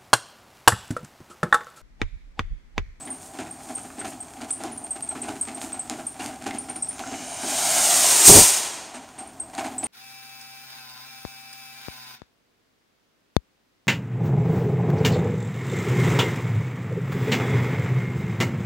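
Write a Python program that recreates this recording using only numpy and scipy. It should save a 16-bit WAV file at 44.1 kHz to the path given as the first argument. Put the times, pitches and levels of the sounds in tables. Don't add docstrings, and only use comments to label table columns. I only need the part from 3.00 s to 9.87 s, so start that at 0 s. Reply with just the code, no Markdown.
import sys
import numpy as np
from scipy import signal
from scipy.fft import rfft, irfft, next_fast_len
from scipy.io import wavfile
from scipy.ndimage import uniform_filter1d, map_coordinates

SR = 44100
rng = np.random.default_rng(int(sys.argv[2]) if len(sys.argv) > 2 else 0)


def transcribe(signal):
    frames = np.atleast_2d(signal).T
    limited = np.clip(frames, -1, 1)
    pcm = np.round(limited * 32767).astype(np.int16)
    wavfile.write(sys.argv[1], SR, pcm)


N = 302967
T = np.arange(N) / SR
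SIZE = next_fast_len(N + 4096, True)
FREQS = np.fft.rfftfreq(SIZE, 1 / SR)

# frequency in Hz, level in dB.
CRUNCH_SPECTRUM = [(600, -16), (1000, 1.5), (1600, 3), (3000, -1), (5000, -3), (7000, -2.5), (10000, -7),
                   (15000, -27)]
# frequency in Hz, bandwidth in Hz, level in dB.
THUD_RESONANCES = [(125, 77, -10), (262.6, 38, 1.5), (303.2, 64, 0), (379, 85, -8)]
KNOCK_RESONANCES = [(674.6, 60, -2.5), (767, 115, 5), (925, 157, -7.5)]


def undb(db):
    return 10 ** (np.asarray(db) / 20)


def unit(x):
    return x / np.sqrt(np.mean(x ** 2))


def curves(table):
    times, *columns = np.transpose(table)
    return [np.interp(T, times, column) for column in columns]


def burst(start, rise, hold, decay):
    return np.clip((T - start) / rise, 0, 1) * np.exp(-np.maximum(T - start - rise - hold, 0) / decay)


def noise():
    return rng.standard_normal(N)


def waver(rate):
    knots = rng.standard_normal(8000)
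    return unit(np.interp(T * rate, np.arange(len(knots)), knots))


def grains(rate, spread_db):
    size = undb(spread_db * np.minimum(rng.exponential(size=N), 4))
    return unit((rng.random(N) < rate / SR) * size * np.sign(noise()))


def colour(x, points):
    hz, db = np.transpose(points)
    octave = np.log2(FREQS + 1)
    beyond = abs(octave - np.clip(octave, np.log2(hz[0]), np.log2(hz[-1])))
    gain = unit(undb(np.interp(octave, np.log2(hz), db) - 20 * beyond))
    return irfft(rfft(x, SIZE) * gain, SIZE)[:N]


def resonate(x, modes):
    out = 0
    for hz, width, db in modes:
        section = np.concatenate(signal.iirpeak(hz, hz / (1.5 * width), fs=SR))
        out = out + undb(db) * signal.sosfilt([section, section], x + 1e-18) / np.sqrt(width)
    return out * np.sqrt(.4 * SR / sum(undb(2 * db) for _, _, db in modes))


def delay(x, ms):
    return map_coordinates(x, [(T - ms / 1000) * SR], order=3)


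def yard(x, wet_db, t60, gap_s):
    t = T[:SR // 2]
    tail = noise()[:len(t)] * (rng.random(len(t)) < .03) * undb(-60 * t / t60) * (t > gap_s)
    return x + undb(wet_db) * signal.oaconvolve(x, tail / np.linalg.norm(tail))[:N]


def night_air():
    # frequency in Hz, level in dB.
    air_spectrum = [(25, -40), (45, -5), (80, 1), (180, -0.5), (280, -6), (480, -6), (750, -3),
                    (1300, -9.5), (3500, -19.5), (7000, -18.5), (9000, -16.5), (11000, -25.5), (15500, -26)]
    rustle = undb(-.5) * resonate(noise(), THUD_RESONANCES)
    rustle += undb(-.3) * resonate(noise(), KNOCK_RESONANCES)
    ticks = colour(grains(rate=45, spread_db=3.8), CRUNCH_SPECTRUM)
    ticks = yard(ticks, wet_db=1.5, t60=.069, gap_s=.0005)
    hiss = colour(noise(), [(6000, -8), (11000, -2), (15500, -4)]) * np.clip((T - 6.52) / .1, 0, 1)
    bed = undb(-49) * colour(noise(), air_spectrum)
    return bed + undb(-50.7 + 2.5 * waver(13)) * rustle + undb(-61.5) * ticks + undb(-57.5) * hiss


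def animal_chirps():
    # time in seconds, relative level in dB, pitch in Hz, length in seconds.
    calls = [(0.005, -35, 8100, .029), (0.054, -31.5, 9030, .011), (0.102, -29, 8930, 0.032),
             (0.51, -30, 8630, 0.0093), (0.751, -25.5, 8640, .018), (0.83, -36, 8960, 0.0083),
             (0.993, -27, 8420, 0.011), (1.204, -31.5, 8470, .017), (1.507, -19, 8200, .012),
             (1.522, -24, 9260, 0.019), (1.72, -30, 9600, 0.017), (1.777, -23, 8840, 0.0064),
             (1.84, -26.5, 8800, 0.0096), (1.907, -22, 8610, .013), (2.025, -19, 8820, 0.0068),
             (2.0897, -21, 8460, 0.0088), (2.218, -21.5, 8420, 0.0078), (2.412, -15.5, 8340, 0.0088),
             (2.547, -26, 8400, .007), (2.727, -26.5, 8370, .011), (2.794, -21, 8260, .01),
             (3.068, -17, 8800, 0.0068), (3.585, -18, 8940, 0.0069), (3.697, -23, 9060, .008),
             (3.759, -25, 9200, 0.011), (3.824, -17.5, 8320, 0.0097), (3.887, -19, 9290, 0.0097),
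             (5.947, -31, 8340, .009), (6.186, -31.5, 8620, 0.021), (6.273, -33, 8860, 0.0076),
             (6.4, -23.5, 8346, 0.012), (6.782, -20, 8060, 0.015), (6.84, -15, 8900, .007)]
    out, t = np.zeros(N), T[:SR // 10]
    rasp = 1 + .023 * waver(900)
    for start, db, hz, length in calls:
        i = max(int((start - .0025) * SR), 0)
        swoop = .0577 * np.exp(.1 * (db + 21.5))
        pitch = hz * (1 + swoop * (1.71 * np.exp(-t / .00367) - .4))
        tone = np.sin(2 * np.pi * np.cumsum(pitch[:N - i] * rasp[i:i + len(t)]) / SR)
        swell = (1 - np.exp(-(t / .0027) ** 2)) * np.exp(-(t / length) ** 2)
        out[i:i + len(t)] += undb(db - 4.5) * swell[:N - i] * tone
    fluttering = yard(out, wet_db=-.5, t60=.12, gap_s=.002)
    return yard(fluttering, wet_db=-10.5, t60=.35, gap_s=.01)


def footsteps():
    # heel time in seconds, level in dB, hardness in dB, length in seconds.
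    footfalls = [(0.065, -33, -8, .065), (0.385, -25, -3, 0.053), (0.598, -40.5, 4.5, .03),
                 (0.692, -33.5, 0.5, .042), (0.77, -37, -2.5, 0.043), (0.842, -36.5, -5, 0.036),
                 (0.976, -28.5, -9.5, 0.07), (1.042, -28, -0.5, 0.051), (1.409, -29.5, -1, 0.042),
                 (1.599, -32.5, -1.5, 0.057), (1.634, -29, -1, 0.073), (1.952, -33.5, -2.5, 0.049),
                 (2.11, -38, 7, 0.022), (2.148, -30.5, -5.5, 0.073), (2.226, -34.5, -1.5, 0.1),
                 (2.28, -25.5, -2, 0.047), (2.468, -31.5, -4, 0.073), (2.571, -35.5, 4, .029),
                 (2.618, -32.5, -2.5, .1), (2.738, -38, 2, 0.084), (2.899, -29, -1, 0.067),
                 (2.984, -38, 4, 0.048), (3.192, -30.5, 0.5, 0.14), (3.458, -24.5, -1, 0.048),
                 (3.537, -30, -3, 0.062), (3.683, -31, -1.5, .05), (3.754, -33.5, -2, 0.031),
                 (3.992, -30, 0.5, 0.033), (4.057, -31.5, -1, 0.052), (4.111, -28.5, -5, 0.055),
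                 (4.427, -28, -4, 0.07), (5.939, -30.5, 4.5, 0.052), (6.177, -36, 3.5, 0.079),
                 (6.577, -27.5, 5.5, 0.053), (6.639, -29.5, 4.5, .05), (6.825, -28, -4, 0.092)]
    # frequency in Hz, bandwidth in Hz, level in dB.
    leaf_modes = [(1370, 240, -0.5), (1740, 420, -2.5), (2330, 500, 0.5), (2890, 560, -3.5),
                  (4170, 470, -13)]
    power, t = np.zeros((3, N)), T[:SR // 3]
    for start, db, ground_db, length in footfalls:
        brush = (-.0487, -16, ground_db + 3.5, .11)
        heel = (0, 0, ground_db, length)
        toe = (.0723, -8, ground_db - 3, length)
        for lag_s, part_db, hard_db, span_s in [brush, heel, toe]:
            push = (1 - np.exp(-t / .002)) * np.exp(-(t / span_s) ** 1.5)
            knock = undb(hard_db - .3) * push
            crunch = undb(.72 * hard_db - 7.3) * push ** 1.57
            envelopes = undb(db + part_db) * np.array([push, knock, crunch])
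            i = max(int((start + lag_s) * SR), 0)
            power[:, i:i + len(t)] += envelopes[:, :max(N - i, 0)] ** 2
    thud, knock, crunch = np.sqrt(power + 1e-18)
    body = resonate(noise() * thud, THUD_RESONANCES) + resonate(noise() * knock, KNOCK_RESONANCES)
    stems = colour((grains(900, 2.7) + .54 * noise()) * crunch, CRUNCH_SPECTRUM)
    leaves = sum(undb(db) * resonate(grains(300, 2.8) * crunch, [(hz, width, 0)])
                 for hz, width, db in leaf_modes)
    return undb(-5) * body + yard(undb(-5) * stems + undb(-9.5) * leaves, wet_db=-10, t60=.5, gap_s=.008)


def stick_clacks():
    # start in seconds, relative level in dB, pitch in Hz.
    sticks = [(0.0745, -27.5, 2000), (0.784, -31, 1460), (0.9009, -30, 1400), (1.0143, -21, 1760),
              (1.4047, -29, 1400), (2.154, -23.5, 1430), (2.2494, -31, 1390), (2.485, -28, 2170),
              (2.9943, -26.5, 1470), (3.2004, -24.5, 2760), (3.4626, -24, 1400), (3.5089, -21.5, 2220),
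              (3.909, -32, 2150), (3.9931, -25, 1370), (4.0366, -22, 1390), (4.141, -21.5, 2330)]
    out, t = np.zeros(N), T[:SR // 12]
    for start, db, hz in sticks:
        scrape = noise()[:len(t)] * np.exp(-t / .0065)
        phase = 2 * np.pi * hz * t
        ring = np.exp(-t / .00099) * (np.sin(phase) + .24 * np.sin(1.56 * phase))
        clack = np.convolve(scrape, ring[:600])[:len(t)]
        i = int(start * SR)
        out[i:i + len(t)] += undb(db - 5) * clack / abs(clack).max()
    return yard(out, wet_db=-5.5, t60=.25, gap_s=.0033)


def snaps():
    # start in seconds, relative level in dB.
    snap_events = [(1.637, -20), (2.0078, -30), (2.4858, -27.5), (2.616, -27.5), (2.898, -19.5),
                   (3.261, -23), (3.509, -29), (3.994, -22), (6.551, -28), (6.5796, -33)]
    cracks = np.zeros(N)
    for start, db in snap_events:
        crack = noise()[:200] * np.exp(-T[:200] / .0005)
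        i = int(start * SR)
        cracks[i:i + len(crack)] += undb(db) * crack / abs(crack).max()
    cracks = colour(cracks, [(500, 1), (2000, 1), (6200, -1), (10000, -6), (15000, -24)])
    return yard(undb(6.5) * cracks, wet_db=-10, t60=.29, gap_s=.004)


def fuse():
    # start in seconds, level in dB, hold in seconds.
    spurts = [(0.2, -57, .03), (0.612, -59, 0.069), (1.038, -53, 0.042), (1.47, -57, .02),
              (2.598, -48, .02), (3.208, -49.5, 0.022)]
    # frequency in Hz, level in dB.
    fizz_spectrum = [(2000, -21), (4500, -10.5), (7000, -4.5), (9000, -3.5), (11000, -10), (15000, -19)]
    power = undb(-63 + 2.9 * waver(8)) ** 2
    for start, db, hold in spurts:
        power += (undb(db) * burst(start, rise=.023, hold=hold, decay=.045)) ** 2
    fizz = colour(grains(2100, 10) + 2.08 * noise(), fizz_spectrum)
    return fizz * np.sqrt(power) * np.interp(T, [3.95, 4.35], [1, 0])


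def nozzle_whistle():
    # time in seconds, relative level in dB.
    gas_flow = [(3.45, -70), (3.58, -50), (3.85, -45), (3.95, -47), (4.15, -42.5), (4.42, -42), (4.6, -50),
                (4.8, -65)]
    # frequency in Hz, bandwidth in Hz, level in dB, onset in seconds.
    nozzle_modes = [(2330, 200, -5.5, 4.1), (2900, 160, -2, 4.05), (5400, 550, -4, 3.1),
                    (6360, 450, 0.5, 3.88), (7340, 670, 0, 3.92), (9020, 170, 7, 4.2)]
    level_db, = curves(gas_flow)
    gas = np.zeros(N)
    for hz, width, db, start in nozzle_modes:
        onset = np.clip((T - start) / .098, 0, 1)
        gas += resonate(noise(), [(hz, width, 0)]) * undb(db + waver(20)) * onset
    return gas * undb(level_db - 7.5) * (T < gas_flow[-1][0])


def lift_off_roar():
    # frequency in Hz, level in dB.
    roar_spectrum = [(20, -28), (36, -12), (52, 1), (100, -1.5), (188, -1.5), (233, -4.5), (422, 3.5),
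                     (474, -1.5), (965, -9.5), (1300, -17.5), (1690, -60)]
    gust = colour(noise(), roar_spectrum) * undb(-4.3 + 1.8 * waver(60))
    rumble = undb(-12) * signal.sosfilt(signal.butter(2, 110, fs=SR, output="sos"), gust)
    timing = dict(start=5.268, rise=.035, hold=.092)
    return gust * burst(**timing, decay=.017) + rumble * burst(**timing, decay=.035)


def jet_reflections(jet, airborne):
    # time in seconds, ground lag in ms, wall lag in ms.
    echo_lags = [(4.55, 1.24, 13.1), (4.8, 1.3, 12.2), (5.03, 1.59, 11.4), (5.26, 2.52, 11.0),
                 (5.53, 7.6, 8.5), (5.72, 9, 11), (6.05, 9.9, 11)]
    ground_ms, wall_ms = curves(echo_lags)
    soft = signal.sosfilt(signal.butter(1, 2600, fs=SR, output="sos"), jet)
    ground = undb(-7.5) * delay(soft, ground_ms)
    wall = undb(-12) * (1 - airborne) * delay(jet, wall_ms)
    eaves = undb(-10.5) * airborne * delay(soft, ms=2.05)
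    return yard(jet + ground + wall + eaves, wet_db=-16.5, t60=.22, gap_s=.015)


def rocket_jet():
    # time in seconds, relative jet level in dB.
    thrust = [(3.85, -61), (4.15, -46.5), (4.39, -42), (4.5, -32.5), (4.62, -30), (4.77, -26.5),
              (5.23, -23)]
    # time in seconds, level added to the thrust in dB.
    surge = [(5.235, 1.5), (5.28, 20), (5.335, 15.5), (5.38, 15.5)]
    # frequency in Hz, level in dB.
    jet_spectrum = [(100, -10), (200, -10.5), (290, -6.5), (450, -11.5), (680, -4), (900, -8), (1400, -9.5),
                    (2700, -4.5), (4500, -3), (6600, -1.5), (8400, -3), (10100, -8), (12500, -14),
                    (15500, -18.5)]
    thrust_db, = curves(thrust)
    surge_db, = curves(surge)
    away_s = np.maximum(T - 5.38, 0)
    airborne = np.interp(T, [5.15, 5.35], [0, 1])
    turbulence = colour((noise() + .4 * grains(4000, 2.7)) * undb(.5 * waver(70)), jet_spectrum)
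    low = colour(turbulence, [(60, -13), (150, -5), (400, 2.5), (1000, 1.5), (1600, -7.5), (3000, -18)])
    middle = colour(turbulence,
                    [(900, -4.5), (1600, 2.5), (6500, -1), (9000, -4.5), (11000, -9), (15000, -30)])
    high = colour(turbulence, [(5000, -13), (8000, -6.5), (10500, -3), (15000, -1.5)])
    pad = undb(-6.5) * (1 - airborne) * resonate(noise(), [(706, 150, 0)])
    effort_db = thrust_db + 29.5
    bright_db = .7 + .42 * effort_db + .33 * surge_db - 45 * away_s
    rush_db = -2.5 - .35 * effort_db - .42 * surge_db + 25.5 * away_s
    jet = undb(.5) * unit(middle) + undb(bright_db) * unit(high) + undb(rush_db) * (unit(low) + pad)
    jet *= undb(thrust_db + surge_db - 62.5 * away_s - 4) * np.interp(T, [3.75, 4], [0, 1])
    return jet_reflections(jet, airborne)


def scene():
    launch = fuse() + nozzle_whistle() + rocket_jet() + lift_off_roar()
    mono = launch + footsteps() + stick_clacks() + snaps() + animal_chirps() + night_air()
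    return np.array([mono, mono])


def record(dry):
    # frequency in Hz, width in Hz, gain in dB.
    port_bands = [(505, 122, -6), (734, 165, 2), (6590, 780, 2), (7800, 470, -6.5), (8280, 2340, 6)]
    threshold_db, excess_share, recovery_db_per_s = -14, .44, 7
    port_db = sum(db * np.exp(-(2 * (FREQS - hz) / width) ** 2) for hz, width, db in port_bands)
    sound = irfft(rfft(dry, SIZE) * undb(port_db), SIZE)[:, :N]
    level_db = 10 * np.log10(np.maximum(uniform_filter1d(sound[0] ** 2, size=800), 1e-12))
    cut_db = excess_share * np.maximum(level_db - threshold_db, 0)
    recovery_db = recovery_db_per_s * T
    held_cut_db = np.maximum.accumulate(cut_db + recovery_db) - recovery_db
    sound = sound * undb(-held_cut_db)
    saturated = sound / (1 + sound ** 4) ** .25
    return signal.sosfilt(signal.ellip(10, .2, 70, 15700, fs=SR, output="sos"), saturated)


dry = scene()
out = record(dry)
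transcribe(out)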